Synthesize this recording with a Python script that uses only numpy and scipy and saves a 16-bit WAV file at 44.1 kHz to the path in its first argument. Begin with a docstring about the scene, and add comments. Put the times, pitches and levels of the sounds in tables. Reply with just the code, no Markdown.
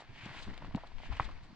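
"""Dry sand crunches and swishes as someone walks over a dune in sandals, microphone in hand.
Each stride shears and throws loose grains; the sole lands with a soft thud and crunches as the sand packs.
The sandal ticks, slaps once against the heel, loudest of all, and then faintly squeaks.
A light wind nudges the two microphone ports; the open desert gives no echo."""
import sys
import numpy as np
from scipy import signal
from scipy.fft import rfft, irfft
from scipy.io import wavfile
from scipy.ndimage import uniform_filter1d, map_coordinates

SR = 44100
rng = np.random.default_rng(int(sys.argv[2]) if len(sys.argv) > 2 else 0)


def log_audio(samples):
    """Write samples as a 16-bit WAV file to the path given in sys.argv[1]."""
    # one column per channel
    frames = np.atleast_2d(samples).T
    # limit to full scale, then quantise
    limited = np.clip(frames, -1, 1)
    pcm = np.round(limited * 32767).astype(np.int16)
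    wavfile.write(sys.argv[1], SR, pcm)


N = 68355
TIME = np.arange(N) / SR
BIN_HZ = np.arange(N // 2 + 1) * SR / N
IMPACT_PAN_DB = .7


def amp(db):
    """Amplitude grows tenfold for every 20 dB."""
    return 10 ** (np.asarray(db) / 20)


def envelope(points):
    """A gain interpolated in decibels between (s, dB) points."""
    return amp(np.interp(TIME, *np.array(points).T))


def colour(x, spectrum):
    """Spectral shaping: x is filtered through (Hz, dB) points, rolled off outside them, at rms 1."""
    hz, db = np.array(spectrum).T
    f = np.maximum(BIN_HZ, 1)
    gain = amp(np.interp(np.log(f), np.log(hz), db))
    low_cut = np.minimum(f / hz[0], 1)
    high_cut = 1 / (1 + (f / (hz[-1] * 1.1)) ** 16)
    shaped = irfft(rfft(x) * gain * low_cut * high_cut, N)
    return shaped / np.std(shaped)


def wander(per_s):
    """Smooth random modulation with a spread near 1."""
    knots = rng.standard_normal(N // 10)
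    return map_coordinates(knots, [TIME * per_s], order=2, mode="wrap")


def swell(start, rise_s):
    """A soft contact builds to 1 in rise_s and dies almost as fast."""
    age_in_rises = np.maximum(TIME - start, 0) / rise_s
    return (age_in_rises * np.exp(1 - age_in_rises)) ** 3.5


def ring(start, hz, rise_s):
    """A heavily damped resonance lasts a few cycles at most."""
    return swell(start, rise_s) * np.sin(2 * np.pi * hz * (TIME - start))


def fade(start, decay_s):
    """Exponential decay follows an instant attack."""
    age = TIME - start
    return (age >= 0) * np.exp(-np.abs(age) / decay_s)


def pan(db):
    """Left and right gains for a level difference, left minus right."""
    return amp(np.array([[db], [-db]]) / 2)


def ports(x, pan_db, lag_s=.000045):
    """Time and level differences: the left port hears x later, and louder by pan_db."""
    late = irfft(rfft(x) * np.exp(-2j * np.pi * BIN_HZ * lag_s), N)
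    return np.array([late, x]) * pan(pan_db)


def grains(per_s=9000, scatter_db=3):
    """Shot noise: sand grains collide at random, a few much harder than the rest."""
    hits = rng.random(N) < per_s / SR
    polarity = np.sign(rng.standard_normal(N))
    strength = amp(scatter_db * np.minimum(rng.exponential(size=N), 5))
    return hits * polarity * strength


def sand(spectrum, slip_db=1.3):
    """Grains slip in fits; coherence between the ports falls with frequency."""
    shared = ports(colour(grains(), spectrum), pan_db=0)
    separate = np.array([colour(grains(), spectrum) for _ in range(2)])
    spread = np.clip(.42 * (.5 + BIN_HZ / 4000), 0, 1)
    blend = irfft(rfft(shared) * np.sqrt(1 - spread ** 2) + rfft(separate) * spread, N)
    return blend * pan(db=1.5) * amp(slip_db * wander(per_s=130))


# Wind pressure on the ports. Each row: time in seconds, level in dB.
GUST_LEVELS = [(0, -68), (.11, -52), (.2, -61), (.35, -56.5), (.48, -41.5), (.58, -49.5), (.68, -42.5),
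               (.8, -52.5), (.9, -53), (.965, -47.5), (1.03, -53), (1.085, -40.5), (1.112, -46),
               (1.15, -42), (1.23, -44.5), (1.28, -50), (1.36, -42.5), (1.42, -54.5), (1.55, -61)]
# Spectra of the gusts and the moving air. Each row: frequency in Hz, relative level in dB.
GUST_SPECTRUM = [(10, 7), (22, 4.5), (40, -7), (60, -5.5), (100, -14.5), (200, -52), (500, -30),
                 (2000, -83)]
AIR_SPECTRUM = [(40, -16.5), (100, -0.5), (240, -6.5), (330, -14), (480, -21.5), (720, -13), (1000, -17.5),
                (2000, -38), (4500, -24), (7500, -43), (10500, -57.5), (15000, -59)]


def wind():
    """Turbulent pressure rumbles on each port independently, over a partly coherent wash of air."""
    rumble = colour(rng.standard_normal((2, N)), GUST_SPECTRUM) * envelope(GUST_LEVELS) * pan(db=6.5)
    shared_air = ports(colour(rng.standard_normal(N), AIR_SPECTRUM), pan_db=0)
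    separate_air = colour(rng.standard_normal((2, N)), AIR_SPECTRUM)
    air_gain = amp(-64 + 3.2 * wander(per_s=13.62))
    return rumble + (shared_air + separate_air) * air_gain


# Puffs of air. Each row: start in seconds, frequency in Hz, envelope peak in dB, rise in seconds.
AIR_PUFFS = [(0.933, 14, -30.5, 0.032), (1.090, 50.4, -26.5, 0.018), (1.236, 38, -32.5, 0.019)]


def buffets():
    """Pressure swings slowly at the left port as the stride carries the microphone through the air."""
    pressure = sum(amp(db) * ring(start, hz, rise) for start, hz, db, rise in AIR_PUFFS)
    return np.array([pressure, np.zeros(N)])


def squeak(start=1.354, rise_s=.011, start_hz=2428, sag_hz_per_s=11000, roughness=.05):
    """Friction in the sandal excites a faint, rough note of falling pitch."""
    age = np.clip(TIME - start, 0, 3 * rise_s)
    hz = (start_hz - sag_hz_per_s * age) * (1 + roughness * wander(per_s=600))
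    tone = np.sin(2 * np.pi * np.cumsum(hz) / SR)
    return ports(amp(-57.5) * swell(start, rise_s) * tone, pan_db=7)


# Ticks of the sandal. Each row: start in seconds, gain in dB, left minus right in dB.
SANDAL_TICKS = [(.500, -45, -2), (0.5776, -36.5, 2), (0.648, -42, 3), (0.748, -33.5, 9.5),
                (.9838, -40.5, 7)]


def ticks(hz=2250, muffle_hz=6370):
    """Brief impacts ring and stir a pinch of grit; their treble is dull, fading above a few kHz."""
    grit = amp(-11) * sand([(700, 26), (2000, 9), (4000, 10), (7000, -15), (10000, -31)])
    snaps = np.zeros((2, N))
    for start, db, pan_db in SANDAL_TICKS:
        snap = ports(ring(start, hz, rise_s=.00027), pan_db)
        wake = fade(start, decay_s=.0018) * grit * pan(pan_db)
        snaps += amp(db) * (snap + wake)
    return signal.sosfilt(signal.butter(4, muffle_hz, fs=SR, output="sos"), snaps)


# Sand sheared by the sole and thrown by the toe. 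Each row: time in seconds, level in dB.
SHEAR_LEVELS = [(0, -57), (.04, -60.5), (.13, -66.5), (.21, -57.5), (.27, -51.5), (.30, -52.5),
                (.37, -50.5), (.43, -54), (.52, -55), (.60, -58.5), (.65, -55.5), (.695, -62.5),
                (.735, -60.5), (.775, -58), (.81, -57), (.96, -67.5), (1.10, -60.5), (1.127, -49),
                (1.15, -53), (1.19, -58.5), (1.207, -47), (1.25, -51.5), (1.32, -59.5), (1.4, -62.5),
                (1.55, -65.5)]
SPRAY_LEVELS = [(0, -76), (.135, -63), (.175, -57), (.245, -50.5), (.29, -63.5), (.39, -52), (.47, -80),
                (.95, -67.5), (1.0, -60.5), (1.06, -53), (1.095, -62.5), (1.17, -55.5), (1.22, -59),
                (1.29, -66), (1.4, -90), (1.55, -85)]
# Trickles of fine sand. Each row: time of the peak in seconds, half-width in seconds, level in dB.
SAND_TRICKLES = [(.008, 0.015, -60), (0.258, 0.0044, -57), (.40, 0.074, -59.5), (0.43, 0.0095, -60.5),
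                 (0.543, .002, -58), (0.579, 0.0012, -51.5), (.654, .003, -65), (.761, 0.0037, -52),
                 (0.873, 0.0044, -61), (1.17, 0.0052, -57), (1.229, 0.017, -64), (1.251, 0.0095, -55.5),
                 (1.445, .02, -67)]
# Spectra of the three flows. Each row: frequency in Hz, relative level in dB.
SHEAR_SPECTRUM = [(100, -19.5), (250, -3), (450, -10), (750, -4.5), (1030, -1.5), (1250, -5), (1900, -2.5),
                  (3000, -9.5), (4600, -15), (5600, -24.5), (7800, -33), (10500, -51)]
SPRAY_SPECTRUM = [(300, -37), (1200, -18), (1700, -3), (2300, -3), (3000, -4.5), (4500, -17.5), (7500, -29),
                  (10500, -52.5)]
TRICKLE_SPECTRUM = [(1500, -43.5), (3000, 1.5), (4400, 1), (5600, -8.5), (7800, -12), (10000, -30.5)]


def swishes():
    """Granular flow: collisions merge into noise as sand shears, sprays and trickles back."""
    shear = sand(SHEAR_SPECTRUM) * envelope(SHEAR_LEVELS)
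    spray = sand(SPRAY_SPECTRUM) * envelope(SPRAY_LEVELS)
    pulses = sum(amp(db) * np.exp(-((TIME - peak) / width) ** 2) for peak, width, db in SAND_TRICKLES)
    return shear + spray + sand(TRICKLE_SPECTRUM) * pulses


# Pockets of sand giving way. Each row: start in seconds, frequency in Hz, envelope peak in dB.
COLLAPSES = [(.005, 770, -42), (.021, 840, -40.5), (.261, 770, -45), (.312, 970, -43.5), (.348, 900, -42.5),
             (0.477, 930, -48), (.6205, 1100, -43), (0.623, 610, -40.5), (0.6458, 910, -38),
             (0.71, 830, -43.5), (.747, 765, -29.5), (0.7744, 736, -36), (0.779, 910, -41.5),
             (0.782, 875, -47), (0.797, 1310, -60), (0.8356, 780, -38), (0.8417, 860, -41),
             (.917, 800, -47), (1.001, 804, -44), (1.0338, 840, -42.5), (1.058, 990, -43.5),
             (1.119, 900, -42), (1.124, 1090, -37.5), (1.17, 950, -43.5), (1.290, 1090, -41)]


def crunches():
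    """Compaction: each collapsing pocket gives a dull knock and a short wake of grit."""
    knocks = sum(amp(db) * ring(start, hz, rise_s=.0012) for start, hz, db in COLLAPSES)
    wakes = sum(amp(db) * fade(start, decay_s=.009) for start, _, db in COLLAPSES)
    rounded_wakes = uniform_filter1d(wakes, size=40)
    grit = colour(grains(), [(400, -24), (680, 17), (1100, 3), (1600, 0), (3000, -26.5), (9000, -37)])
    return ports(knocks + amp(-15.5) * rounded_wakes * grit, IMPACT_PAN_DB)


# Blows of the feet. Each row: start in seconds, frequency in Hz, envelope peak in dB, rise in seconds.
FOOT_BLOWS = [(.092, 108, -44.5, 0.0093), (.230, 127, -42, 0.0061), (.258, 215, -39.5, 0.0043),
              (.296, 136, -44.5, 0.0094), (.474, 150.5, -41, 0.012), (0.49, 130, -38, 0.0037),
              (0.501, 246, -51, 0.012), (.620, 229, -46, 0.0041), (0.651, 110, -48, 0.013),
              (.746, 208, -23, 0.0056), (0.742, 146, -31.5, 0.0032), (1.12, 97.2, -39, .012),
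              (1.1984, 102, -30.5, 0.007), (1.252, 171, -48.5, .005), (1.425, 108, -48, 0.0077),
              (1.501, 215, -48, 0.0046), (1.525, 202, -44.5, 0.0044)]
# Scuffs of the sole. Each row: start in seconds, rise in seconds, level in dB.
SOLE_SCUFFS = [(0.076, 0.025, -58.5), (.225, 0.036, -53), (0.453, 0.036, -45), (.565, 0.079, -52.5),
               (0.751, 0.015, -44), (1.074, 0.026, -48.5), (1.241, .035, -54), (1.42, 0.046, -60)]
# Their muffled spectrum. Each row: frequency in Hz, relative level in dB.
SCUFF_SPECTRUM = [(50, -2.5), (110, -2), (250, -5.5), (380, -11.5), (600, -18), (2000, -63)]


def thuds():
    """Damped impact: the foot's weight thumps the soft ground, and the sole scuffs as it settles."""
    blows = sum(amp(db) * ring(start, hz, rise) for start, hz, db, rise in FOOT_BLOWS)
    settling = sum(amp(db) * swell(start, rise) for start, rise, db in SOLE_SCUFFS)
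    scuffs = colour(grains(), SCUFF_SPECTRUM) * settling
    return ports(blows + scuffs, IMPACT_PAN_DB)


# One slap and its two rebounds. Each row: start in seconds, level in dB.
HEEL_CONTACTS = [(1.1974, -14.5), (1.2012, -28.5), (1.2075, -30.5)]
# Resonances of the sole. Each row: frequency in Hz, level relative to the contact in dB, rise in seconds.
SOLE_MODES = [(1048, -0.5, 0.0011), (1994, -18.5, 0.0023), (2410, -23.5, 0.001)]


def slap(grit_db=-28):
    """Impact on the heel excites the sole's modes in a hollow pop and crushes the sand caught between."""
    pop = sum(amp(db + mode_db) * ring(start, hz, rise)
              for start, db in HEEL_CONTACTS for hz, mode_db, rise in SOLE_MODES)
    crush = sum(amp(db + grit_db) * swell(start, rise_s=.0071) for start, db in HEEL_CONTACTS)
    grit = colour(grains(), [(300, 1.5), (800, -3), (1900, 0), (3200, -7), (4500, -30), (9000, -47)])
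    return ports(pop + crush * grit, IMPACT_PAN_DB)


def scene():
    """Superposition in a free field: footsteps and wind add without reflections."""
    footsteps = swishes() + thuds() + crunches() + ticks() + slap() + squeak()
    return footsteps + wind() + buffets()


def record(dry):
    """Band limiting: a steep low-pass filter removes the treble above 15.3 kHz."""
    return signal.sosfilt(signal.ellip(8, .2, 70, 15300, fs=SR, output="sos"), dry)


dry = scene()
out = record(dry)
log_audio(out)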